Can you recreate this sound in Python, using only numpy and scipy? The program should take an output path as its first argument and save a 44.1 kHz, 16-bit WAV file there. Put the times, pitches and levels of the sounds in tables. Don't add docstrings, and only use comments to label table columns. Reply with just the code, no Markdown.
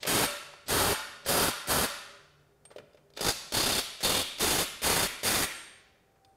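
import sys
import numpy as np
from scipy import signal
from scipy.fft import rfft, irfft
from scipy.io import wavfile

SR = 44100
rng = np.random.default_rng(int(sys.argv[2]) if len(sys.argv) > 2 else 0)


def to_wav(s):
    ch = np.atleast_2d(s).T
    pcm = np.round(np.clip(ch, -1, 1) * 32767)
    wavfile.write(sys.argv[1], SR, pcm.astype(np.int16))


N = 280720
TIME = np.arange(N) / SR

# [start_s, end_s, attack_s, force_db (before the swell), thud_db, catch_db, phase_s, blows_per_s,
#  dip_db (between blows), ring_hz, ring_db, treble_db]
BURSTS = [(0.066, .275, 0.0085, -27, -1, -35, 0.088, 35, 0.5, 4230, -1, -7),
          (0.682, 0.955, 0.024, -27.5, .5, -43, 0.7, 30.4, 0.2, 1070, 3.5, -4.5),
          (1.261, 1.516, 0.031, -27, 0, -46.5, 1.45, 35.75, 1.5, 1080, 2, -2),
          (1.672, 1.873, 0.031, -27.5, 0, -47.5, 1.707, 40, 1, 1100, 2, -3.5),
          (3.208, 3.328, 0.082, -25, -1, -32, 3.225, 52.25, 9, 5150, 6, -5.5),
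          (3.522, 3.823, 0.03, -27, -4, -32.5, 3.9, 33, 5.5, 3960, 5.5, -5),
          (4.028, 4.236, 0.009, -27, -3.5, -41.5, 4.044, 41.5, 5, 3340, 7, -1.5),
          (4.396, 4.652, 0.014, -26.5, -3, -38, 4.427, 25.5, 3, 2960, 2, -3),
          (4.818, 5.08, 0.031, -26.5, -2.5, -40, 4.5, 30.6, 3.5, 2040, 4, -2),
          (5.232, 5.465, 0.02, -27, -3.5, -32.5, 5.26, 24.7, 2.5, 1900, 6, -.5)]
# [pitch_hz, width_hz, first_nut_db, second_nut_db]
SOCKET_MODES = [(410, 28, 4, -10), (1300, 75, -3, -22), (1710, 120, 1, -21.5), (2425, 30, -24, -5.5),
                (3170, 68, 6, -3.5), (3595, 72, 2, 8.5), (3830, 56, 4.5, -9.5), (4430, 100, 5.5, 8.5),
                (4570, 100, 3, -11.5), (4900, 68, 9.5, 9), (6650, 240, 0.5, 3), (8720, 350, 9, -3),
                (10300, 190, 2, -0.5), (11410, 160, -12, -18.5), (12200, 440, 1, -13)]


def amp(db):
    return 10 ** (np.asarray(db) / 20)


def unit(x):
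    return x / np.sqrt(np.mean(x ** 2) + 1e-20)


def unit_energy(x):
    return x / np.linalg.norm(x)


def read(points, hz):
    f, value = np.transpose(points)
    return np.interp(np.log(hz + 1), np.log(f), value)


def add(mix, s, sound):
    part = mix[max(round(s * SR), 0):][:len(sound)]
    part += sound[:len(part)]


def noise(spectrum, size):
    white = rfft(rng.standard_normal(size))
    gain = amp(read(spectrum, np.fft.rfftfreq(size, 1 / SR)))
    return unit(irfft(white * gain, size))


def decay(t, t60):
    return np.exp(-np.log(1000) * t / t60)


def ring(hz, t60, t):
    return np.sin(2 * np.pi * hz * t) * decay(t, t60)


def causal(gain, size=4096):
    both_sides = np.r_[gain, gain[-2:0:-1]]
    log_gain = np.log(np.maximum(both_sides, 1e-5))
    minimum_phase = np.exp(np.conj(signal.hilbert(log_gain)))
    return irfft(minimum_phase[:size // 2 + 1])


def contacts(size, per_s=9000, spread_db=-1.0):
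    hits = rng.random(size) < per_s / SR
    strength = amp(spread_db * rng.standard_normal(size))
    return unit(hits * rng.choice([-1, 1], size) * strength)


def room_tail(spectrum, build_s=0.019):
    # [pitch_hz, t60_s]
    room_decay = [(60, 0.43), (200, 1), (450, 0.86), (1400, 0.94), (3000, 0.91), (5500, 0.84), (8000, 0.68),
                  (11000, 0.59), (16000, 0.24)]
    hz, t, bands = signal.stft(noise(spectrum, size=SR * 3 // 2), SR, nperseg=256)
    bands = bands * decay(t, read(room_decay, hz)[:, None])
    tail = signal.istft(bands, SR, nperseg=256)[1]
    tail *= 1 - np.exp(-TIME[:len(tail)] / build_s)
    return unit_energy(tail)


def workshop(waver_hz=1.5, waver_db=6.0, fade_s=.06, air_db=-67.5):
    # [pitch_hz, density_db (per Hz)]
    air_spectrum = [(20, -16.5), (50, -6), (90, -4.5), (150, -7), (250, -12), (450, -8.5), (700, -12),
                    (1000, -19.5), (1600, -20.5), (3000, -32.5), (6000, -31), (15500, -35.5)]
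    # [start_s, end_s, pitch_hz, level_db]
    faint_tones = [(0, 3.8, 148, -76), (0, 4.6, 402.6, -74.5), (5.7, 6.4, 780, -73.5)]
    out = amp(air_db) * noise(air_spectrum, N)
    for start, end, hz, db in faint_tones:
        drift, swell = (noise([(1, 0), (6, 0), (30, -80)], N) for _ in range(2))
        fade = np.clip(np.minimum(TIME - start, end - TIME) / fade_s, 0, 1)
        level = amp(db + waver_db * swell) * fade
        tone = np.sin(2 * np.pi * np.cumsum(hz + waver_hz * drift) / SR)
        out += level * np.sqrt(2) * tone
    return out


def falling_groan(rough=.15, overtone=0.57, rise_s=.01):
    # [start_s, first_hz, last_hz, glide_s, level_db, hold_s, t60_s]
    groan = (0, 468.5, 129.5, 0.5, -62, -0.5, 1.8)
    start, first_hz, last_hz, glide_s, db, hold_s, t60 = groan
    out, t = np.zeros(N), TIME[:SR // 2]
    hz = last_hz + (first_hz - last_hz) * np.exp(-(t / glide_s) ** 2)
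    wobble = noise([(1, 0), (80, 0), (300, -40)], len(t))
    angle = 2 * np.pi * np.cumsum(hz * (1 + rough * wobble)) / SR
    level = amp(db) * (1 - np.exp(-t / rise_s)) * decay(np.maximum(t - hold_s, 0), t60)
    add(out, start, level * unit(np.sin(angle) + overtone * np.sin(2 * angle)))
    return out


def motor(start_hz=7600, end_hz=8400, whine=.35):
    # [start_s, end_s, level_db]
    spin_ups = [(.002, 0.033, -49.5), (0.659, 0.686, -47.5), (1.246, 1.268, -42.5), (3.147, 3.207, -55)]
    out = np.zeros(N)
    for start, end, db in spin_ups:
        progress = np.linspace(0, 1, max(round((end - start) * SR), 2))
        hz = start_hz + (end_hz - start_hz) * progress
        tone = np.sin(2 * np.pi * np.cumsum(hz) / SR)
        gears = noise([(200, 6), (1500, -8), (4000, 3.5), (8000, -9.0), (14000, -30.0)], len(progress))
        add(out, start, amp(db) * np.sqrt(progress) * (gears + whine * tone))
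    return out


def rim(shake, nut):
    # [pitch_hz, t60_s, first_nut_db, second_nut_db]
    rim_modes = [(402, 2.6, -35.5, -33.5), (580, 0.79, -27.5, -37.5), (1302, 0.59, -23.5, -46),
                 (1357, 1.3, -31.5, -40), (1430, 1.7, -25.5, -39)]
    t = TIME[:SR * 3 // 2]
    modes = [amp(db[nut]) * unit(ring(hz, t60, t)) for hz, t60, *db in rim_modes]
    return signal.fftconvolve(shake, sum(modes) / np.sqrt(len(t)))


def handling(skirt_db=0.0, octave_db=-10.5, tick_db=2, body_db=3.0, clink_db=-12, dulling=.8,
             rim_db=-12, room_db=-16.0, rise_s=0.0013, body_rise_s=0.003):
    # [start_s, level_db, hollow_db, brightest_hz, t60_s]
    knocks = [(.025, -47.5, 3, 3810, .04), (.030, -32.5, -4.5, 3800, 0.065), (0.051, -33.5, 4, 2516, 0.07),
              (0.536, -47, -1.5, 1210, 0.056), (.695, -35.5, -1.5, 5970, 0.025),
              (1.261, -36.5, 6.5, 2000, 0.057), (2.652, -53, -2.5, 3500, 0.05), (2.704, -56, 2, 1510, 0.19),
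              (2.713, -54.5, 10.5, 4020, 0.057), (2.761, -51, 19, 4000, .056),
              (2.783, -42.5, 7, 2200, 0.043), (2.797, -53.5, 13, 1488, 0.068),
              (2.933, -63.5, -5, 4980, .02), (2.946, -60, 14.5, 4450, 0.033),
              (2.972, -61, -3.5, 1980, 0.095), (3.102, -60, 3.5, 4940, .03),
              (3.137, -54.5, -10, 4470, 0.013), (3.166, -46.5, -7, 3800, 0.089),
              (3.173, -35, -3, 3820, 0.051), (3.192, -38, 1, 3800, .05), (3.203, -41.5, 2.5, 3000, 0.033),
              (4.005, -40, -2, 6000, 0.18), (4.385, -34.5, -9, 4960, 0.027), (4.833, -36, -5, 6000, .03),
              (6.156, -69.5, 2, 1400, 0.16), (6.248, -56.5, -12, 4290, 0.023), (6.256, -73, -6, 4170, .02)]
    # [hollow_db, brightest_hz, t60_s]
    catch_knock = (1.2, 6500, 0.036)
    # [pitch_hz, t60_s, level_db]
    housing_modes = [(430, 0.051, 0.5), (511, 0.036, 7), (577, 0.044, 4.5)]
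    # [start_s, pitch_hz, level_db, t60_s]
    pings = [(.259, 8600, -32, 0.14), (.94, 8700, -37, 0.15), (2.653, 8620, -46, 0.11),
             (2.671, 8530, -70, .5), (5.429, 8650, -36.5, 0.23), (5.545, 8588, -46, 0.8),
             (6.25, 8640, -78, 0.71)]
    hard_contact_db = -6

    out, t = np.zeros(N), TIME[:SR // 2]
    clink = sum(amp(level) * ring(f, np.log(1000) / (np.pi * width), t)
                for f, width, _, level in SOCKET_MODES)
    catches = [(start, catch_db, *catch_knock) for start, _, _, _, _, catch_db, *_ in BURSTS]
    for s, db, hollow_db, hz, t60 in knocks + catches:
        top_db = octave_db * np.log2(16000 / hz)
        tick = noise([(40, -25), (500, skirt_db), (hz, 0), (16000, top_db)], len(t))
        tick *= decay(t, t60) * (1 - np.exp(-t / rise_s))
        body = sum(amp(level) * ring(f * rng.uniform(1.0, 1.04), body_t60, t)
                   for f, body_t60, level in housing_modes) / 2
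        body *= 1 - np.exp(-t / body_rise_s)
        dull_db = dulling * max(hollow_db - hard_contact_db, 0)
        add(out, s, amp(db + clink_db - dull_db) * clink)
        add(out, s, amp(db) * (amp(tick_db) * tick + amp(hollow_db + body_db) * body))
    for s, hz, db, t60 in pings:
        damping = np.clip((.3 - t) / .06, 0, 1)
        add(out, s, amp(db) * ring(hz, t60, t) * damping)
    echo = signal.fftconvolve(out, room_tail([(100, -1.0), (3000, 3.5), (16000, -7.0)]))[:N]
    return out + amp(rim_db) * rim(out, 0)[:N] + amp(room_db) * echo


def trigger(age, attack_s, nut):
    start_db, settle_db, settle_s, release_s, release_db = -11.5, -4, 0.15, 0.028, -10
    thud_start_db, thud_build_s, thud_release_db = (-6.5, -2.5)[nut], 0.032, -6.5
    starting = np.clip(1 - age / attack_s, 0, 1)
    stopping = np.clip(1 - (age[-1] - age) / release_s, 0, 1)
    settling = 1 - np.exp(-age / settle_s)
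    force_db = start_db * starting + settle_db * settling + release_db * stopping
    thud_lag_db = thud_start_db * np.exp(-age / thud_build_s) + thud_release_db * stopping
    return force_db, thud_lag_db


def hammering(t, first, rate, dip_db, uneven_db=0.8):
    turns = rate * (t - first)
    sag = np.interp(turns % 1, [0, .1, .6, .9, 1], [1, 0, .2, .9, 1])
    blow = np.floor(turns - np.floor(turns.min())).astype(int)
    strength_db = uneven_db * rng.standard_normal(64)[blow % 64]
    return unit(amp(strength_db - dip_db * sag))


def burst(row, nut, split_hz=1700, treble_hz=6500, ring_octaves=0.57, stop_s=.0073, echo=0.17, echo_s=0.013):
    # [pitch_hz, density_db (per Hz)]
    clatter_spectra = [
        [(20, -18.5), (50, 0), (120, 2.5), (420, 0.5), (800, -1), (1400, -5), (2200, -11), (4000, -11),
         (7500, -12.5), (9000, -13), (11500, -7.5), (13500, -15.5), (16000, -16)],
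        [(20, -7), (50, -1), (120, -1), (380, 0), (800, -2.5), (1400, -5.5), (2200, -9), (4000, -10),
         (7500, -10.5), (9000, -7.5), (11500, -10), (13500, -13), (16000, -19)],
    ]
    start, end, attack_s, force_db, thud_db, _, phase_s, rate, dip_db, ring_hz, ring_db, treble_db = row
    age = np.arange(0, end - start, 1 / SR)
    swell_db, lag_db = trigger(age, attack_s, nut)
    drive = contacts(len(age), per_s=16000, spread_db=2.5) * hammering(start + age, phase_s, rate, dip_db)
    drive *= amp(force_db + swell_db) * np.clip((age[-1] - age) / stop_s, 0, 1)

    hz = np.fft.rfftfreq(4096, 1 / SR)
    hump = amp(ring_db * np.exp(-(np.log2((hz + 1) / ring_hz) / ring_octaves) ** 2))
    modes = sum(amp(db[nut]) ** 2 / (1 + (2 * (hz - f) / width) ** 2) for f, width, *db in SOCKET_MODES)
    tilt_db = treble_db * hz ** 2 / (hz ** 2 + treble_hz ** 2)
    colour = amp(read(clatter_spectra[nut], hz) + tilt_db) * np.sqrt(hump + modes * hump ** 2)

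    low_share = 1 / (1 + (hz / split_hz) ** 8)
    high = causal(colour * np.sqrt(1 - low_share))
    low = causal(colour * np.sqrt(low_share))
    sound = signal.fftconvolve(drive, unit_energy(high))
    recoil = drive * rng.choice([-1, 1], len(age)) * amp(thud_db + lag_db)
    sound += signal.fftconvolve(recoil, unit_energy(low))

    dish = contacts(len(hz)) * np.exp(-TIME[:len(hz)] / echo_s)
    dish = echo * unit_energy(dish)
    dish[0] = 1
    sound = signal.fftconvolve(sound, unit_energy(dish))
    shake = signal.fftconvolve(drive, unit_energy(causal(hump)))
    return start, sound, shake


def wrench(nut, rows, wash_db, wheel_db):
    # [pitch_hz, density_db (per Hz)]
    wash_spectra = [
        [(30, -8.5), (150, -13), (400, -8.5), (900, -4.5), (1800, -1.5), (3000, -3), (5000, -7), (7500, -8.5),
         (10500, -6), (13000, -9.5), (16000, -15)],
        [(30, 0.5), (150, -5.5), (400, -3.5), (900, -2.5), (1800, -1.5), (3300, 0.5), (5000, -5), (7500, -4),
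         (10500, -2.5), (13000, -6.5), (16000, -7)],
    ]
    # [pitch_hz, width_hz, first_nut_db, second_nut_db]
    wheel_modes = [(402, 14, -3, -7.5), (575.3, 17, 17.5, 8), (870, 9.1, 4.5, -6), (1364, 61, 7.5, 5),
                   (1420, 42, 4.5, -5), (1805, 17, 4, 0), (2400, 51, -10, 3.5), (3680, 170, 6, 4),
                   (4470, 230, 6, 7)]
    out, size = np.zeros(N), 2 * SR
    hz = np.fft.rfftfreq(size, 1 / SR)
    wheel = sum(amp(db[nut] + wheel_db) / (1 + 2j * (hz - f) / width) for f, width, *db in wheel_modes)
    for row in rows:
        s, sound, shake = burst(row, nut)
        plain, ringing = (rfft(room_tail(wash_spectra[nut]), size) for _ in range(2))
        wash = irfft(plain + ringing * wheel, size)
        add(out, s, sound)
        add(out, s, rim(shake, nut))
        add(out, s, amp(wash_db) * signal.fftconvolve(shake, wash))
    return out


def gloves(rise_s=0.0053):
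    # [start_s, level_db, t60_s]
    rubs = [(2.79, -54, 0.27), (2.99, -68, .4)]
    out, t = np.zeros(N), TIME[:SR // 2]
    for s, db, t60 in rubs:
        rub = noise([(40, -22.0), (150, 2.0), (400, -3.5), (900, -12), (3000, -35.5), (12000, -52)], len(t))
        add(out, s, amp(db) * rub * (1 - np.exp(-t / rise_s)) * decay(t, t60))
    return out


def scene():
    first_nut = wrench(0, BURSTS[:4], wash_db=-6.5, wheel_db=-1.5)
    second_nut = wrench(1, BURSTS[4:], wash_db=-8.5, wheel_db=-3.0)
    mono = first_nut + second_nut + handling() + motor() + falling_groan() + gloves() + workshop()
    return np.array([mono, mono])


def record(dry):
    # [pitch_hz, side_db (against mid)]
    side_levels = [(50, -33), (1500, -39.5), (5000, -64), (15000, -55.5)]
    scatter = contacts(size=512)
    side = signal.fftconvolve(dry[0], unit_energy(scatter))[:N]
    side = irfft(rfft(side) * amp(read(side_levels, np.fft.rfftfreq(N, 1 / SR))), N)
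    low_pass = signal.firwin(511, 15700, window=("kaiser", 9), fs=SR)
    return signal.oaconvolve(dry + np.array([side, -side]), low_pass[None], "same")


dry = scene()
out = record(dry)
to_wav(out)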